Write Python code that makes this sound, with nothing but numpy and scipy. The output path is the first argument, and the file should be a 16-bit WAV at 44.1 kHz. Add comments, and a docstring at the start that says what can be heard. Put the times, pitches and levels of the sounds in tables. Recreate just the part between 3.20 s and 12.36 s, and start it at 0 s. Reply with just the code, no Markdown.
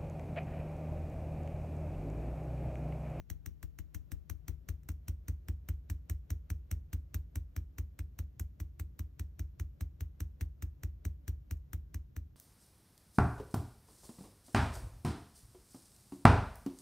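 """A cockatiel tapping a cushion

A cockatiel drums its beak on a soft cushion, about five taps a second, close by in a quiet room.
Friction makes the fabric scratch as the beak goes in and out; the impact as it bottoms out excites
a hollow knock and a snap of the tip, while the low modes of the cushion and its support give a thud.
The force of each blow and the snap of the tip set the level of all its parts."""
import sys
import numpy as np
from scipy import signal
from scipy.fft import rfft, irfft
from scipy.io import wavfile

SR = 44100
rng = np.random.default_rng(int(sys.argv[2]) if len(sys.argv) > 2 else 0)


def output_pcm(signal):
    """Save a mono or channel-first signal as 16-bit PCM at the path in sys.argv[1].

    Samples are clipped to [-1, 1] before scaling.
    """
    pcm = np.clip(np.atleast_2d(signal).T, -1, 1) * 32767
    wavfile.write(sys.argv[1], SR, np.round(pcm).astype(np.int16))


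N = 403956
BEFORE = SR // 50  # samples of a tap before its click
AGE = (np.arange(SR // 2) - BEFORE) / SR  # time from the click [s]
KNOCK_HZ = 1674  # pitch of the hollow beak

# blows of the beak, relative to a usual tap: (time [s], force [dB], snap of the tip [dB])
TAPS = [(-.06, -3, 9), (.102, -1, 5.5), (0.2622, -2.5, 5), (0.4306, -3, -5), (0.5887, -4, -4),
        (0.7476, -2, 1.5), (.919, -0.5, -3), (1.0995, -0.3, 4.5), (1.2832, 1.5, 0), (1.489, 1.6, 1.5),
        (1.6905, .5, 0.5), (1.883, 1.5, 2), (2.0843, 2.5, 2.5), (2.2861, 2.5, -5), (2.489, 3, -4),
        (2.7004, 2, 1), (2.899, 2.5, 3.5), (3.1051, 2.5, 3), (3.3033, 2.5, 3.5), (3.5147, 3, 4.5),
        (3.7322, 2.5, 3), (3.9452, 2.5, 2), (4.1584, 1.5, 2), (4.3655, 1, -.5), (4.5853, 0.9, 2.5),
        (4.7927, -1, -5.5), (4.9902, .2, 1), (5.1989, 0, 3.5), (5.4026, -1.5, -2.5), (5.598, -1, 1.5),
        (5.7941, -1, -2.5), (5.9965, -0.5, -1), (6.195, 0.5, -2), (6.399, 0.8, 0.5), (6.61, 1, 0),
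        (6.8081, 0, -2), (7.0056, 1, 2), (7.2112, 2, -2), (7.425, 0.2, -2.5), (7.6354, 1.3, 3),
        (7.8525, 2.2, 2.5), (8.0806, 2, 0), (8.3112, .6, 2.5), (8.5336, 0, -2), (8.7454, -1, 1.5),
        (8.966, -2.5, -1.5)]


def from_db(db):
    """Amplitude grows tenfold for every 20 dB."""
    return 10 ** (np.asarray(db) / 20)


def unit_rms(x):
    """Normalisation to unit mean power."""
    return x / np.sqrt(np.mean(x ** 2) + 1e-20)


def along(curve, t):
    """Linear interpolation of a curve at times t."""
    return np.interp(t, *np.transpose(curve))


def over_bins(curve, size):
    """Interpolation over log frequency at every FFT bin."""
    hz, value = np.transpose(curve)
    return np.interp(np.log(np.fft.rfftfreq(size, 1 / SR) + 1), np.log(hz), value)


def noise(spectrum, size, spread=1):
    """Partially coherent stereo noise of rms 1: spread 0 is a point source, 1 a diffuse field."""
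    # diffuse sound at the two microphones: (frequency [Hz], coherence [0-1])
    diffuse_coherence = [(60, 0.98), (150, 0.94), (400, 0.024), (1000, 0.015), (2000, 0.063), (4500, 0.14),
                         (5600, 0.93), (15000, 1)]
    coherence = 1 - np.clip(spread * (1 - over_bins(diffuse_coherence, size)), 0, 1)
    mid, side = rfft(rng.standard_normal((2, size))) * from_db(over_bins(spectrum, size))
    pair = np.sqrt(1 + coherence) * mid + np.sqrt(1 - coherence) * side * [[1], [-1]]
    return unit_rms(irfft(pair, size))


def add(out, time_s, sound):
    """Superposition: mix in a sound whose click falls at time_s."""
    start = round(time_s * SR) - BEFORE
    first, last = max(start, 0), min(start + len(AGE), N)
    out[:, first:last] += sound[:, first - start:last - start]


def resonate(force, modes, vary_db=.6, vary_pitch=.008):
    """Forced response of parallel resonances of alternating polarity, varied for each contact."""
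    out = 0
    for k, (hz, width_hz, db) in enumerate(modes):
        louder, higher = rng.standard_normal(2)
        radius = np.exp(-np.pi * width_hz / SR)
        angle = 2 * np.pi * hz * (1 + vary_pitch * higher) / SR
        gain = (1 - radius ** 2) / 2
        band = [gain, 0, -gain, 1, -2 * radius * np.cos(angle), radius ** 2]
        out = out + (-1) ** k * from_db(db + vary_db * louder) * signal.sosfilt([band, band], force)
    return out


def click(modes, lead_s, roughness, contact_s):
    """Impact excitation: an impulse and an instant of rough contact drive the beak's modes."""
    t = AGE + lead_s
    grit = (t >= 0) * np.exp(-np.abs(t) / contact_s) * rng.standard_normal(len(t))
    force = roughness * grit / np.linalg.norm(grit) + 1e-12
    force[np.argmax(t >= 0)] = 1
    return resonate(force, modes)


def room_tone(level_db=-59):
    """Ambient noise: the quiet room holds a steady diffuse field, mostly bass."""
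    # background spectrum: (frequency [Hz], relative density [dB])
    spectrum = [(20, -25), (35, -13.5), (55, -0.5), (95, -5), (150, -6), (220, -20.5), (300, -20.5),
                (480, -32.5), (850, -41.5), (1400, -43), (3000, -49.5), (6000, -54), (9500, -56),
                (13300, -45.5), (16000, -63.5)]
    return from_db(level_db) * noise(spectrum, N)


def head_swish(level_db=-74, rise_db_per_s=150):
    """Flow noise: air through the feathers of the swinging head grows until each blow lands."""
    # air through feathers: (frequency [Hz], relative density [dB])
    feathers = [(100, -10), (300, 2.5), (600, -2.5), (900, -14), (1500, -16.5), (3000, -22.5), (8000, -39)]
    t = np.arange(N) / SR
    tap_s, force_db, _ = np.transpose(TAPS)
    coming = np.minimum(np.searchsorted(tap_s, t), len(tap_s) - 1)
    wait_s = tap_s[coming] - t
    swell = from_db(level_db + force_db[coming] - rise_db_per_s * np.abs(wait_s))
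    return (wait_s >= 0) * swell * noise(feathers, N)


def pile_touch(level_db=-68, ahead_s=.01, rise_db_per_s=500):
    """Contact noise swells as the beak sinks into the pile, just before it bottoms out."""
    # softly touched pile: (frequency [Hz], relative density [dB])
    pile = [(200, 5.5), (600, 2.5), (1600, -5), (3000, -5), (6000, -9), (12000, -19)]
    sinking = (AGE > -ahead_s) & (AGE < 0)
    return sinking * from_db(level_db + rise_db_per_s * np.minimum(AGE, 0)) * noise(pile, len(AGE))


def fabric_scratch(in_db, out_db, level_db=-53, grain_db=6, fibres_per_s=2500):
    """Friction: fibres slip under the beak and make grainy noise before and after the click."""
    # the rubbing swells and lets go: (time from the click [s], level [dB])
    stroke = [(-.0055, -43), (-.0025, -1), (.003, 5.5), (.008, -6.5), (.03, -44)]
    # rubbed fabric: (frequency [Hz], relative density [dB])
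    fabric = [(300, -19), (800, -7.5), (1600, -1), (2600, -4.5), (3600, -7.5), (5000, -11), (6100, 1),
              (7300, -4), (8200, 5), (9200, -5), (12000, 0), (14000, 4.5), (15700, -2.5)]
    rub_db = along(stroke, AGE) + np.where(AGE < 0, in_db, out_db)
    touching = (AGE > stroke[0][0]) & (AGE < stroke[-1][0])
    fibres_passed = (AGE - AGE[0]) * fibres_per_s
    slips = np.interp(fibres_passed, np.arange(len(AGE)), rng.standard_normal(len(AGE)))
    grain = unit_rms(from_db(grain_db * slips))
    return touching * from_db(level_db + rub_db) * grain * noise(fabric, len(AGE), spread=0.71)


def cushion_thud(lead_s=0.002, soft_hz=500, vary_db=0.96, vary_above_hz=130):
    """Damped free vibration: a padded blow rings low modes; the upper ones vary with the spot hit."""
    # cushion and its support: (frequency [Hz], signed amplitude [linear], t60 [s])
    modes = [(38.7, -0.0017, 0.27), (52.88, 0.012, 0.49), (64.77, -0.0092, 0.58), (77, -0.023, 0.34),
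             (88.13, 0.0098, 0.28), (98.8, 0.029, 0.11), (112.3, -0.017, 0.084), (147.8, 0.00348, 0.21),
             (189.6, -0.0043, 0.1), (233.4, 0.0073, 0.014), (298.4, -0.00414, 0.12), (338.5, 0.00061, 0.2),
             (387.3, -0.00165, 0.066)]
    t = np.maximum(AGE + lead_s, 0)
    out = 0
    for hz, amplitude, t60 in modes:
        spot_db = vary_db * (hz > vary_above_hz) * rng.standard_normal()
        out = out + amplitude * from_db(spot_db - 60 * t / t60) * np.sin(2 * np.pi * hz * t)
    return signal.sosfilt(signal.butter(2, soft_hz, fs=SR, output="sos"), out)


def hollow_knock(level_db, pitch_hz):
    """Cavity resonance: the hollow of the beak answers the impact with a knock."""
    # hollow beak: (frequency [multiple of the pitch], bandwidth [Hz], level [dB])
    cavity = [(.33, 506, -25), (0.918, 1325, -17), (1.6, 1210, -31.5), (2.302, 980, -26)]
    modes = [(multiple * pitch_hz, width_hz, db) for multiple, width_hz, db in cavity]
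    return from_db(level_db) * click(modes, lead_s=.0004, roughness=0.22, contact_s=0.00032)


def tip_snap(level_db):
    """A brief contact has a wide spectrum, so it excites the high modes of the hard tip."""
    # tip of the beak: (frequency [Hz], bandwidth [Hz], level [dB])
    modes = [(5780, 750, -20.5), (6705, 1070, -23.5), (8160, 960, -20.5), (10120, 1270, -26),
             (11950, 930, -17), (14000, 930, -25.5)]
    return from_db(level_db) * click(modes, lead_s=.0002, roughness=0.44, contact_s=0.00023)


def thud_room_tail(level_db=-56, rise_s=0.0015, t60=0.24):
    """Reverberant decay: a dull, diffuse low-mid room tail dies away after each thud."""
    # room tail of the thud: (frequency [Hz], relative density [dB])
    spectrum = [(60, -33), (150, -8), (230, 5), (290, -0.5), (400, -5.5), (550, -14), (680, -18),
                (1000, -21.5), (2000, -24), (4000, -32.5)]
    t = np.maximum(AGE, 0)
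    return (1 - np.exp(-t / rise_s)) * from_db(level_db - 60 * t / t60) * noise(spectrum, len(AGE))


def reflect(x, first_s=0.0032, crest_s=0.011, early_db=-37, early_t60=0.039, late_db=-47, late_t60=0.22):
    """Reverberation adds early reflections and a short tail; the pattern changes as the head moves."""
    # wall reflections: (frequency [Hz], relative density [dB])
    walls = [(300, 17.5), (1500, -2.5), (4000, 5), (7000, 0), (15000, 1.5)]
    t = AGE - AGE[0]
    past_crest = np.maximum(t - crest_s, 0)
    build_up = np.clip((t - first_s) / (crest_s - first_s), 0, 1)
    early = from_db(early_db - 60 * past_crest / early_t60)
    late = from_db(late_db - 60 * past_crest / late_t60)
    response = noise(walls, len(t)) * build_up * (early + late)
    return x + signal.fftconvolve(x[:1], response, axes=1)[:, :len(t)]


def tap(force_db, snap_db, chance):
    """One blow excites beak, fabric and cushion: harder and sharper is louder, and no two are alike."""
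    knock_db = 0.056 + 0.76 * force_db + 0.066 * snap_db + 0.15 * chance[0]
    in_db = 5.4 + 0.3 * force_db + 0.41 * snap_db + 0.64 * chance[1]
    out_db = -2.5 + 0.86 * force_db + 0.12 * snap_db + 1.95 * chance[2]
    knock = hollow_knock(knock_db, pitch_hz=KNOCK_HZ * (1 + 0.031 * chance[3]))
    cushion = from_db(force_db) * (pile_touch() + cushion_thud() + thud_room_tail())
    return cushion + reflect(knock + tip_snap(snap_db) + fabric_scratch(in_db, out_db))


def graze(snap_db):
    """Glancing contact: the tip brushes the fabric with a tiny click and rub, but no thud."""
    knock_db, rub_db = snap_db - 4.5, snap_db - 5
    return reflect(tip_snap(snap_db) + hollow_knock(knock_db, KNOCK_HZ) + fabric_scratch(rub_db, rub_db))


def scene():
    """Superposition of the quiet room, the swinging head, the taps and the grazes."""
    # light grazes between blows: (time [s], level [dB])
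    grazes = [(1.634, -21.5), (1.704, -13), (1.718, -16), (8.371, -25)]
    out = room_tone() + head_swish()
    for (time_s, force_db, snap_db), chance in zip(TAPS, rng.standard_normal((len(TAPS), 4))):
        add(out, time_s, tap(force_db, snap_db, chance))
    for time_s, snap_db in grazes:
        add(out, time_s, graze(snap_db))
    return out


def record(dry, bass_hz=140, weak_db=-8, late_s=0.0056, cutoff_hz=16000):
    """Band-limited stereo pickup: two microphones differ in level and phase; the right bass fills in."""
    # level between the microphones: (frequency [Hz], left over right [dB])
    balance = [(75, .1), (110, 1), (170, 3), (300, 3.8), (700, 5), (1500, 3), (2300, -1), (3300, -5),
               (4500, -2), (5600, 0), (16000, 0)]
    # phase between the microphones: (frequency [Hz], lead of the left [rad])
    phase_lead = [(300, 0), (1100, -.55), (2500, 0), (3000, -.35), (3400, 1.3), (4100, 1), (4700, 1.8),
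                  (5300, .1), (7000, 1.3), (10000, 3.1), (12500, 4.5), (15000, 6.1)]
    # the right bass starts weak and late, then fills in: (time [s], fullness [0-1])
    bass_fill = [(.95, 0), (1.8, 1)]
    tilt = from_db(over_bins(balance, N) / 2)
    left = irfft(rfft(dry[0]) * tilt, N)
    right = irfft(rfft(dry[1]) / tilt * np.exp(-1j * over_bins(phase_lead, N)), N)
    t = np.arange(N) / SR
    bass = signal.sosfiltfilt(signal.butter(2, bass_hz, fs=SR, output="sos"), right)
    weak_bass = from_db(weak_db) * np.interp(t - late_s, t, bass)
    right = right + (1 - along(bass_fill, t)) * (weak_bass - bass)
    return signal.sosfiltfilt(signal.butter(14, cutoff_hz, fs=SR, output="sos"), np.array([left, right]))


dry = scene()
out = record(dry)
output_pcm(out)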